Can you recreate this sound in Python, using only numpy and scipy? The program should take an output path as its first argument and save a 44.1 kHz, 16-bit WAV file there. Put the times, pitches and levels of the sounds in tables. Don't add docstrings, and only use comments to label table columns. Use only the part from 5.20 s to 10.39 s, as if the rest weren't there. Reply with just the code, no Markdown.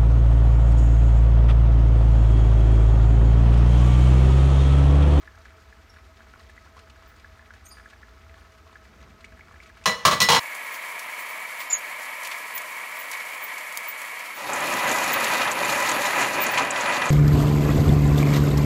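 import sys
import numpy as np
from scipy import signal
from scipy.fft import rfft, irfft
from scipy.io import wavfile
from scipy.ndimage import uniform_filter1d

SR = 44100
rng = np.random.default_rng(int(sys.argv[2]) if len(sys.argv) > 2 else 0)


def to_wav(s):
    ch = np.atleast_2d(s).T
    pcm = np.round(np.clip(ch, -1, 1) * 32767)
    wavfile.write(sys.argv[1], SR, pcm.astype(np.int16))


N = 229099

# start in seconds, number of contacts,
# gap in seconds, loss per contact in dB (negative grows), relative bowl ring in dB, crack in dB, knock in dB,
# knock pitch in Hz, counter thud in dB, first treble tilt in dB per octave.
LANDINGS = [(4.6572, 3, 0.018, 6, -23.5, -14.5, -22.5, 1082, -27, -3),
            (4.851, 3, 0.013, 5, -34.5, -9.5, -7.5, 1178, -21, -2),
            (4.9105, 3, 0.01, 1.5, -33, -19.5, -24.5, 1158, -28.5, -2.5),
            (5.0028, 2, .0138, -1.5, -21.5, -16, -38, 1073, -28, -0.24),
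            (5.0873, 6, 0.015, 0.98, -25, -12, -15, 925, -25, -2)]
# pitch in Hz, relative level in dB, 60 dB decay time in seconds.
BOWL_MODES = [(486, -16, .28), (635, -12, .24), (1095, -12, .18), (1196, -10, .15), (1599, -12, .14),
              (1770, -10, .2), (1978, 0, .38), (2239, -13, .25), (2450, -7, .15), (2934, -5, .38),
              (3250, -7, .22), (3639, -10, .13), (4042, -2, .25), (4231, -5, .15), (5138, -10, .19),
              (5310, -10, .24), (5357, -4, .26), (5868, -6, .17), (6492, -8, .16), (6660, -11, .15),
              (6960, -10, .19), (8323, -13, .14), (8565, -12, .16), (9216, -13, .14), (9523, -12, .16),
              (12618, -17, .13), (13442, -15, .14)]
# multiple of the knock pitch, relative level in dB,
# 60 dB decay time in seconds.
DISH_MODES = [(0.511, -16, 0.31), (0.55, -16, 0.13), (.86, -10.5, 0.072), (0.929, -7.5, 0.26), (1, 1, .11),
              (1.091, -8, 0.16), (1.369, -9, 0.021)]
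# frequency in Hz, relative density in dB per Hz.
CRACK_SPECTRUM = [(300, -36), (500, 2.5), (720, -3.5), (1100, 12), (1450, 1), (2200, 0), (3300, 3.5),
                  (4300, 4.5), (4800, 0.5), (6900, 1), (7600, -5.5), (8800, -5), (11000, -9), (15500, -11)]
# frequency in Hz, relative density in dB per Hz.
THUD_SPECTRUM = [(50, -19), (90, -11), (150, -2), (210, -2.5), (270, -7.5), (600, -14.5), (2000, -61)]
# frequency in Hz, relative density in dB per Hz.
WET_SPECTRUM = [(300, -16), (1200, -22), (2500, 1.5), (5500, -6), (9000, -13.5), (15000, -48)]
# frequency in Hz, relative density in dB per Hz.
AIR_SPECTRUM = [(15, -32), (25, -7.5), (76, -1), (149, -15.5), (439, -15.5), (575, -22.5), (659, -32),
                (754, -18), (1290, -17.5), (2110, -19), (2760, -26.5), (6050, -31), (10400, -44.5),
                (13600, -38.5), (16000, -49)]
# start in seconds, relative level in dB, starting pitch in Hz.
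LARGE_BUBBLES = [(0.076, -34.5, 1680), (0.149, -44.5, 1530), (0.5264, -41, 1670), (1.2962, -38.5, 1730),
                 (1.378, -39.5, 1930), (2.0454, -36.5, 1610), (2.194, -41, 1720), (2.3062, -34.5, 1530),
                 (2.659, -35.5, 1590), (2.832, -39.5, 1730), (3.556, -36, 1620), (4.0433, -34.5, 2120),
                 (4.2087, -37.5, 2110), (4.402, -38, 2150)]
# start in seconds, level before decay in dB.
WET_SMACKS = [(1.591, -51), (1.698, -52), (1.996, -56.5), (2.337, -55), (2.7, -51), (4.007, -54.5),
              (4.045, -47.5), (4.433, -53.5), (4.639, -46.5)]
# start in seconds, length in seconds, mean pitch in Hz,
# level in dB, level of the octave relative to the whistle in dB.
GLAZE_SQUEAKS = [(0.69, 0.021, 5630, -53, -16), (1.86, .05, 14800, -63, -30),
                 (2.435, 0.054, 8700, -55.5, -30), (2.448, 0.031, 6440, -50.5, -9),
                 (2.475, 0.027, 6900, -54.5, -2), (2.495, 0.046, 4860, -48, -18),
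                 (2.51, 0.027, 9400, -52.5, -30)]
# centre in Hz, half-width at half amplitude in Hz, level in dB.
HOB_AND_PAN_TONES = [(60.8, 9.1, -56.5), (80, 7.1, -59), (221.5, 20, -70), (436, 12, -73.5),
                     (653.4, 16.6, -64), (1282, 22, -65.5)]

TIME = np.arange(N) / SR
CUTOFF_HZ = 16000
ROOM_T60_S, ROOM_TREBLE_T60_S = 0.67, 0.44
CONTACT_JITTER = 0.05
REBOUND_TILT_DB = -0.22
SIMMER_DB, FIZZ_DB = -61, -68
CARRY_PEAK_S, CARRY_DB, CARRY_RISE_DB_PER_S, CARRY_FALL_DB_PER_S = 3.757, -56.5, 110, 20


def contacts():
    # start in seconds, ring, crack in dB, tilt in dB per octave, knock in dB, pitch in Hz, thud in dB.
    rows = []
    for start_s, count, gap_s, loss_db, ring_db, crack_db, knock_db, knock_hz, thud_db, first_tilt_db in LANDINGS:
        for k in range(int(round(count))):
            jitter = CONTACT_JITTER * rng.standard_normal() * (k > 0)
            s = start_s + gap_s * (k + jitter)
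            lost_db = k * loss_db
            tilt_db = first_tilt_db + k * REBOUND_TILT_DB
            rows.append((s, ring_db - lost_db, crack_db - lost_db, tilt_db,
                         knock_db - lost_db, knock_hz, thud_db - lost_db))
    return rows


def cracks(hits, chatter_db, chatter_t60, rattle_db, shimmer_db, count=90):
    out, size = np.zeros(N), SR // 3
    places = (np.arange(count) + rng.random(count)) / count
    hz = 1400 + (CUTOFF_HZ - 1400) * places ** 1.4
    mode_t60 = 0.12 * (hz / np.median(hz)) ** -0.2
    modes = struck(hz, mode_t60, size)
    for s, _, crack_db, tilt_db, *_ in hits:
        strengths = colour(CRACK_SPECTRUM, hz, tilt_db) * rng.standard_normal(count)
        shimmer = from_db(shimmer_db) * strengths / np.linalg.norm(strengths) @ modes
        unsteady = rms_one(uniform_filter1d(rng.standard_normal(size), size=90))
        bounces = rms_one(from_db(rattle_db * unsteady))
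        rattling = noise(CRACK_SPECTRUM, size, tilt_db) * bounces
        chatter = from_db(chatter_db) * rattling * fade(chatter_t60, size)
        add(out, s, from_db(crack_db) * (shimmer + chatter) * swell(0.00027, size))
    return out


def knocks(hits, thud_t60, rise_s, scatter):
    out, size = np.zeros(N), SR // 3
    ratio, mode_db, t60 = np.transpose(DISH_MODES)
    knock_low_cut = signal.butter(2, 420, "high", fs=SR, output="sos")
    for s, *_, knock_db, knock_hz, thud_db in hits:
        shift = 1 + scatter * rng.uniform(-0.93, 1, len(ratio))
        modes = struck(knock_hz * ratio * shift, t60, size)
        knock = from_db(knock_db + mode_db) @ modes * swell(rise_s, size)
        thud = from_db(thud_db) * noise(THUD_SPECTRUM, size) * fade(thud_t60, size) * swell(0.0098, size)
        add(out, s, signal.sosfilt(knock_low_cut, knock) + thud)
    return out


def bowl(hits, uneven_db, split, treble_db):
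    out, size = np.zeros(N), SR // 2
    hz, mode_db, t60 = np.transpose(BOWL_MODES)
    twins = hz * (1 + split * rng.uniform(-1.24, 1, len(hz)))
    modes = struck(hz, t60, size) + 0.5 * struck(twins, t60, size)
    modes = modes * swell(0.00033, size)
    octaves = np.log2(hz / np.median(hz))
    for s, ring_db, _, tilt_db, *_ in hits:
        brightness_db = (tilt_db + treble_db) * octaves
        spot_db = uneven_db * rng.standard_normal(len(hz))
        strengths = from_db(ring_db + mode_db + brightness_db + spot_db)
        add(out, s, strengths * rng.choice([-1, 1], len(hz)) @ modes)
    return out


def squeaks(waver):
    out = np.zeros(N)
    unsteady = rms_one(uniform_filter1d(rng.standard_normal(N), size=60))
    for s, length, hz, db, octave_db in GLAZE_SQUEAKS:
        at, size = int(s * SR), int(length * SR)
        pitch = hz * (1 + waver * unsteady[at:at + size])
        phase = 2 * np.pi * np.cumsum(pitch) / SR
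        octave = from_db(octave_db) * np.sin(2 * phase) * (4 * hz < SR)
        add(out, s, from_db(db) * np.hanning(size) * (np.sin(phase) + octave))
    return out


def smacks(t60):
    out, size = np.zeros(N), SR // 8
    for s, db in WET_SMACKS:
        add(out, s, from_db(db) * noise(WET_SPECTRUM, size) * fade(t60, size))
    return out


def pops(t60, rise_s, glide):
    out, size = np.zeros(N), SR // 25
    t = TIME[:size]
    for s, db, hz in LARGE_BUBBLES:
        tone = np.sin(2 * np.pi * hz * t * (1 + glide * t))
        add(out, s, from_db(db) * tone * swell(rise_s, size) * fade(t60, size))
    return out


def grains(per_s, centre_hz, octaves, cycles, spread_db, count=14):
    out = np.zeros(N)
    for place in np.linspace(-1, 1, count):
        hz = min(centre_hz * 2 ** (place * octaves), 0.4 * SR)
        sizes = from_db(spread_db * np.minimum(rng.exponential(1, N), 3.5))
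        sizes = sizes * rng.choice([-1, 1], N)
        bursts = rng.random(N) < per_s / count / SR
        out += np.exp(-place ** 2) * ring(sizes * bursts, hz, cycles / hz)
    return rms_one(out)


def pan(flutter_depth_db, flutter_hz):
    flutter_db = flutter_depth_db * murmur(0, flutter_hz)
    bubbles = grains(per_s=320, centre_hz=1604, octaves=0.67, cycles=15.2, spread_db=6.0)
    tiny_bubbles = grains(per_s=1000, centre_hz=4120, octaves=1.32, cycles=13, spread_db=1.5)
    simmer = from_db(SIMMER_DB + flutter_db) * bubbles
    fizz = from_db(FIZZ_DB + flutter_db) * tiny_bubbles
    large = from_db(4.0) * pops(t60=0.014, rise_s=0.00027, glide=5.5)
    return simmer + fizz + large + smacks(t60=0.055)


def handling():
    since = TIME - CARRY_PEAK_S
    swing_db = np.minimum(CARRY_RISE_DB_PER_S * since, -CARRY_FALL_DB_PER_S * since)
    return from_db(CARRY_DB + swing_db) * noise(THUD_SPECTRUM, N)


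def hob_and_pan_tones():
    return sum(from_db(db) * murmur(hz, width_hz) for hz, width_hz, db in HOB_AND_PAN_TONES)


def kitchen_air():
    return from_db(-56) * noise(AIR_SPECTRUM, N)


def kitchen(x, near_db, tail_db):
    size = SR // 2
    late = TIME[:size] > 0.003
    sparse = rng.random(size) < 1500 / SR
    near = rng.standard_normal(size) * sparse * fade(0.012, size) * late
    white = rng.standard_normal(size)
    low = signal.sosfilt(signal.butter(1, 4000, fs=SR, output="sos"), white)
    treble = white - low
    tail = (low * fade(ROOM_T60_S, size) + treble * fade(ROOM_TREBLE_T60_S, size)) * late
    near_echoes = from_db(near_db) * near / np.linalg.norm(near)
    diffuse = from_db(tail_db) * tail / np.linalg.norm(tail)
    return x + signal.fftconvolve(x, near_echoes + diffuse)[:N]


def from_db(db):
    return 10 ** (np.asarray(db) / 20)


def rms_one(x):
    return x / np.sqrt(np.mean(x ** 2) + 1e-20)


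def add(out, s, sound):
    at = int(np.clip(round(s * SR), 0, N - 1))
    out[at:at + len(sound)] += sound[:N - at]


def fade(t60, size):
    return from_db(-60 * TIME[:size] / t60)


def swell(rise_s, size):
    return 1 - np.exp(-TIME[:size] / rise_s)


def colour(spectrum, hz, tilt_db):
    points, levels = np.transpose(spectrum)
    level_db = np.interp(np.log(hz), np.log(points), levels)
    return from_db(level_db + tilt_db * np.log2(hz / 3000))


def noise(spectrum, size, tilt_db=0):
    hz = np.maximum(np.fft.rfftfreq(size, 1 / SR), 1)
    white = rfft(rng.standard_normal(size))
    return rms_one(irfft(white * colour(spectrum, hz, tilt_db), size))


def murmur(hz, width_hz):
    f = np.fft.rfftfreq(N, 1 / SR)
    white = rfft(rng.standard_normal(N))
    return rms_one(irfft(white / (1 + ((f - hz) / width_hz) ** 2), N))


def struck(hz, t60, size):
    t = TIME[:size]
    return np.array([np.sin(2 * np.pi * f * t) * fade(decay_s, size) for f, decay_s in zip(hz, t60)])


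def ring(drive, hz, t60):
    r, w = from_db(-60 / (t60 * SR)), 2 * np.pi * hz / SR
    return signal.lfilter([0, np.sin(w)], [1, -2 * r * np.cos(w), r * r], drive + 1e-18)


def scene():
    hits = contacts()
    blows = knocks(hits, thud_t60=0.16, rise_s=0.00074, scatter=0.021)
    blows = blows + cracks(hits, chatter_db=-1.5, chatter_t60=0.14, rattle_db=0.5, shimmer_db=-6.0)
    ringing = from_db(-2.0) * bowl(hits, uneven_db=1.5, split=0.0066, treble_db=1.7)
    clatter = kitchen(blows, near_db=-10.5, tail_db=-11) + kitchen(ringing, near_db=-9.5, tail_db=-11.0)
    scraping = kitchen(squeaks(waver=0.027), near_db=0.5, tail_db=-3.5)
    cooking = kitchen(pan(flutter_depth_db=3.5, flutter_hz=29), near_db=-6.0, tail_db=-10)
    return (clatter + scraping + cooking + handling() + hob_and_pan_tones() + kitchen_air())[None]


def record(dry):
    top = 0.8
    rounded = top * np.tanh(dry / top)
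    bass_cut = signal.butter(4, 40, "high", fs=SR, output="sos")
    top_cut = signal.cheby2(18, 80, CUTOFF_HZ + 700, fs=SR, output="sos")
    return signal.sosfilt(top_cut, signal.sosfilt(bass_cut, rounded))


dry = scene()
out = record(dry)
to_wav(out)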